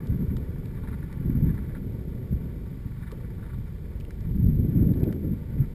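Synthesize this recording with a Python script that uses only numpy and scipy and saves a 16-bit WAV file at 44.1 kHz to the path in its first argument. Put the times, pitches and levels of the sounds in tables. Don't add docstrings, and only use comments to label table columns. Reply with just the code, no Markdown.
import sys
import numpy as np
from scipy import signal
from scipy.fft import rfft, irfft, next_fast_len
from scipy.io import wavfile
from scipy.ndimage import uniform_filter1d, map_coordinates

SR = 44100
rng = np.random.default_rng(int(sys.argv[2]) if len(sys.argv) > 2 else 0)


def wav_out(sig):
    wavfile.write(sys.argv[1], SR, np.round(np.clip(np.atleast_2d(sig).T, -1, 1) * 32767).astype(np.int16))


N = 253134
TIME = np.arange(N) / SR

# time in seconds, speed relative to the usual.
AIR_SPEED = [(0, 1.007), (2.9, .99), (3.6, 0.82), (4.4, 0.85), (4.7, 1.21), (4.9, 1.247), (5.09, 1.62),
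             (5.33, 1.16), (5.6, 0.98)]
# start in seconds, hold in seconds, level in dB before wind() lifts it.
GUST_ROWS = [(0.106, 0.029, -27), (0.177, 0.15, -28), (0.842, 0.16, -35.5), (1.18, 0.056, -34),
             (1.278, 0.088, -26.5), (1.404, 0.12, -23), (1.588, 0.4, -36), (2.327, .03, -25.5),
             (2.42, 0.23, -39), (3.572, 0.048, -32.5), (4.319, 0.15, -27), (4.46, 0.19, -22.5),
             (4.769, 0.13, -21), (4.965, .14, -26), (5.261, 0.077, -28), (5.51, 0.24, -37),
             (5.596, .025, -23)]
# time in seconds, level in dB before buffeted() lifts it, pitch in Hz.
HARD_EDDIES = [(0.102, -15, 109), (0.289, -18, 70), (0.225, -20, 208), (1.299, -14, 200), (1.354, -15, 184),
               (1.469, -19, 215), (2.346, -18, 61.5), (4.775, -10.5, 131), (4.872, -10.5, 160),
               (5.606, -11.5, 106)]
# frequency in Hz, relative level in dB per Hz.
WIND_SPECTRUM = [(12, -27), (25, 0), (40, -1.5), (65, 3), (100, 0), (140, 1), (200, -5), (250, -8.5),
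                 (320, -19), (400, -25), (520, -36.5), (800, -60.5)]
# time in seconds, level in dB.
DECK_SHAKE = [(0.03, -46.5), (0.5, -46.5), (1.1, -52), (1.95, -46.5), (2.53, -48), (3.04, -58.5),
              (3.2, -49), (3.45, -50), (3.6, -55.5), (3.85, -50), (4.25, -51.5), (5.7, -49.5)]
# start in seconds, peak in dB, decay of the jolt in seconds.
DECK_BUMPS = [(3.121, -34, 0.0072), (4.073, -39, 0.0096)]
# frequency in Hz, width in Hz, relative level in dB.
DECK_MODES = [(128, 83, -8), (260, 70, 0), (366.5, 92, 5), (487, 69, 1.5), (567, 54.5, -4)]
# start in seconds, snap peak in dB, pitch in Hz,
# dull knock in dB relative to the snap.
GRIT_SNAPS = [(0.069, -45.5, 3480, -15), (0.366, -44, 2750, 5), (0.6551, -48.5, 2380, -16),
              (1.126, -52.5, 2810, 8), (1.549, -52, 5000, -14), (3.1156, -43, 2620, -31),
              (4, -45, 2970, -4), (4.007, -47, 2430, -12), (4.049, -47.5, 2150, -12),
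              (4.1053, -46, 3770, 4), (4.2056, -51, 3700, -3), (4.4697, -49.5, 5000, -12),
              (4.9353, -49, 3620, 5), (4.998, -51, 4000, -10), (5.0378, -42.5, 2350, -17),
              (5.1247, -42.5, 2900, 7)]
# start in seconds, level in dB before patches() lowers it, pitch in Hz.
COARSE_PATCHES = [(0.768, -46.5, 1730), (0.831, -43, 980), (0.872, -40, 1560), (0.925, -40.5, 1590),
                  (1.021, -43.5, 1750), (1.461, -46, 1670), (1.488, -44, 1650), (1.54, -47, 1650),
                  (1.571, -40.5, 1530), (1.689, -48, 1700), (1.748, -40.5, 1660), (2.963, -49, 1190),
                  (3.024, -44.5, 1590), (3.064, -42, 1680), (3.106, -42.5, 1080), (3.38, -48.5, 1300),
                  (3.424, -44, 1450), (3.46, -48.5, 1400), (3.492, -45.5, 1350), (3.529, -45.5, 1370),
                  (3.664, -50, 1410), (5.084, -48, 1430)]
# time in seconds, rolling level in dB before wheels() lowers it.
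ROLLING = [(0.0, -57), (0.78, -59.5), (0.96, -57.5), (1.65, -57), (1.87, -61.5), (3.04, -60), (4.52, -63.5),
           (5.0, -59), (5.24, -63), (5.74, -58.5)]
# frequency in Hz, relative level in dB per Hz.
HISS_SPECTRUM = [(500, 3), (750, 5.5), (1000, -9), (2300, 4.5), (2650, -5), (3000, -2), (3400, -2),
                 (3650, -1.5), (4000, -5.5), (5000, -6), (6000, -8.5)]
# frequency in Hz, width in Hz, relative level in dB.
WHEEL_MODES = [(906.5, 48, 3), (1144, 54, 0), (1400, 160, -3), (1507, 106, -1.5), (1722, 114, -4),
               (2011, 73, -3.5), (2280, 113, -7)]

BREEZE_DB = -35
GUST_ATTACK_SHARE, GUST_RELEASE_SHARE = 0.56, 0.4
PATCH_S = 0.026
SAMPLER_HZ, SAMPLER_EDGE_HZ, CUTOFF_HZ = 12000, 5750, 15200


def from_db(db):
    return 10 ** (np.asarray(db) / 20)


def rms_one(x):
    return x / np.sqrt(np.mean(x ** 2) + 1e-20)


def peak_one(x):
    return x / np.abs(x).max()


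def evened(x, span_s):
    span = max(int(span_s * SR), 64)
    return x / np.sqrt(uniform_filter1d(x ** 2, span) + 1e-12)


def in_time(rows):
    seconds, *columns = np.transpose(rows)
    return [np.interp(TIME, seconds, column) for column in columns]


def band(x, low_hz, high_hz, order=2):
    return signal.sosfilt(signal.butter(order, [low_hz, high_hz], "band", fs=SR, output="sos"), x + 1e-18)


def drift(rate_hz):
    step = 40
    r = np.exp(-2 * np.pi * rate_hz * step / SR)
    noise = rng.standard_normal(N // step + 2002)
    slow = signal.lfilter([1], [1, -2 * r, r * r], noise)[2000:]
    return np.interp(np.arange(N) / step, np.arange(len(slow)), rms_one(slow))


def coloured(x, spectrum):
    hz, db = np.transpose(spectrum)
    size = next_fast_len(N)
    log_hz = np.log(np.fft.rfftfreq(size, 1 / SR) + 1)
    beyond = np.abs(log_hz - np.clip(log_hz, np.log(hz[0]), np.log(hz[-1])))
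    gain = from_db(np.interp(log_hz, np.log(hz), db) - 30 * beyond)
    return rms_one(irfft(rfft(x, size) * gain, size)[:N])


def resonance(x, hz, width_hz):
    r = np.exp(-np.pi * width_hz / SR)
    ringing = signal.lfilter([1, 0, -1], [1, -2 * r * np.cos(2 * np.pi * hz / SR), r * r], x + 1e-18)
    return (1 - r * r) / 2 * ringing


def body(x, modes):
    out = 0
    for k, (hz, width_hz, db) in enumerate(modes):
        out = out + (-1) ** k * from_db(db) * resonance(x, hz, width_hz)
    return out


def grains(per_s, spread_db):
    hardness_db = spread_db * np.minimum(rng.exponential(1, N), 5)
    sizes = from_db(hardness_db) * rng.choice([-1, 1], N)
    return sizes * (rng.random(N) < per_s / SR)


def add(out, s, sound):
    start = int(np.clip(s * SR, 0, N - 1))
    out[start:start + len(sound)] += sound[:N - start]


def gust(start, hold, db):
    early = np.maximum(start - TIME, 0) / (GUST_ATTACK_SHARE * hold)
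    late = np.maximum(TIME - start - hold, 0) / (GUST_RELEASE_SHARE * hold)
    return from_db(db) * np.exp(-early - late)


def wind_level(flutter_db=1.75):
    power = from_db(BREEZE_DB) ** 2 + sum(gust(*row) ** 2 for row in GUST_ROWS)
    return 10 * np.log10(power) + flutter_db * drift(rate_hz=15.5)


def wind():
    level_db = wind_level()
    speed, = in_time(AIR_SPEED)
    uneven_noise = rng.standard_normal(N) * from_db(1.43 * drift(rate_hz=38.6))
    pattern = coloured(uneven_noise, WIND_SPECTRUM)
    passing = map_coordinates(pattern, [np.cumsum(speed)], order=3, mode="mirror")
    slow = signal.sosfiltfilt(signal.butter(1, 85, fs=SR, output="sos"), passing)
    slow_gain = from_db(-0.5 * (level_db - level_db.mean()))
    balanced = passing - slow + slow_gain * slow
    return from_db(level_db + 1.08) * evened(balanced, span_s=0.065)


def buffeted(air, cycles=0.42, lift_db=1):
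    for s, db, hz in HARD_EDDIES:
        turns = (TIME - s) * hz
        swell = np.exp(-0.5 * (turns / cycles) ** 2)
        swing = from_db(db + lift_db) * swell * np.sin(2 * np.pi * turns)
        air = air * (1 - swell) - swing
    return air


def deck():
    level_db, = in_time(DECK_SHAKE)
    rumble = band(body(grains(per_s=4000, spread_db=3.26), DECK_MODES), 62, 733, order=3)
    out = from_db(level_db) * evened(rumble, span_s=0.04)
    t = TIME[:SR // 10]
    for s, db, decay_s in DECK_BUMPS:
        jolt = rng.standard_normal(len(t)) * np.exp(-t / decay_s)
        thud = band(body(jolt, DECK_MODES), 250, 620, order=3)
        add(out, s, from_db(db) * peak_one(thud))
    return out


def grit(crush_s=0.0028, tail_s=0.0089, tail_db=-22, ring_db=2):
    out, t = np.zeros(N), TIME[:SR // 20]
    crush = t / crush_s * np.exp(1 - 2 * t / crush_s)
    fade = crush + from_db(tail_db) * np.exp(-t / tail_s)
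    for s, db, hz, knock_db in GRIT_SNAPS:
        cracks = fade * rng.choice([-1, 1], len(t))
        snap = band(cracks, 0.63 * hz, 1.84 * hz, order=3)
        snap = snap + from_db(ring_db) * resonance(snap, hz, width_hz=350)
        knock = band(cracks, 1100, 2400)
        add(out, s, from_db(db) * (peak_one(snap) + from_db(knock_db) * peak_one(knock)))
    return out


def drumming(per_s, spread_db):
    ringing = body(grains(per_s, spread_db), WHEEL_MODES)
    return evened(band(ringing, 700, 2510, order=4), span_s=0.014)


def patches(level_db=-10, broad_db=-8, attack_s=0.0006, rim_hz=3640, rim_db=-16):
    out, ring = np.zeros(N), drumming(per_s=3000, spread_db=4.0)
    rim = rms_one(resonance(grains(per_s=3300, spread_db=1.5), rim_hz, width_hz=350))
    t = TIME[:int(2 * PATCH_S * SR)]
    shape = (1 - np.exp(-t / attack_s)) * np.exp(-(t / PATCH_S) ** 4)
    for s, db, hz in COARSE_PATCHES:
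        start = int(s * SR)
        piece = ring[start:][:len(t)]
        rasp = rms_one(resonance(piece, hz, hz / 3) + from_db(broad_db) * piece)
        rasp = rasp + from_db(rim_db) * rim[start:][:len(t)]
        add(out, s, from_db(db + level_db) * rasp * shape)
    return out


def wheels():
    roll_db, = in_time(ROLLING)
    texture = drift(rate_hz=37)
    ring = drumming(per_s=6000, spread_db=2.5)
    hiss = evened(coloured(grains(per_s=12000, spread_db=2.5), HISS_SPECTRUM), span_s=0.16)
    ring_db = roll_db - 1.5 + 2.4 * texture
    hiss_db = -64.5 + 0.19 * (roll_db - roll_db.mean()) + 0.32 * texture
    return from_db(ring_db) * ring + from_db(hiss_db) * hiss


def scene():
    ends = signal.windows.tukey(N, 0.002)
    board = deck() + grit() + patches() + wheels()
    return (ends * (buffeted(wind()) + board))[None]


def record(dry):
    smooth = signal.sosfilt(signal.butter(14, SAMPLER_EDGE_HZ, fs=SR, output="sos"), dry)
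    slow_samples = signal.resample_poly(smooth, SAMPLER_HZ, SR, axis=1, padtype="edge")
    held = np.repeat(slow_samples, 4, axis=1)
    out = signal.resample_poly(held, SR, 4 * SAMPLER_HZ, axis=1, padtype="edge")[:, :N]
    return signal.sosfilt(signal.ellip(10, 0.2, 80, CUTOFF_HZ, fs=SR, output="sos"), out)


dry = scene()
out = record(dry)
wav_out(out)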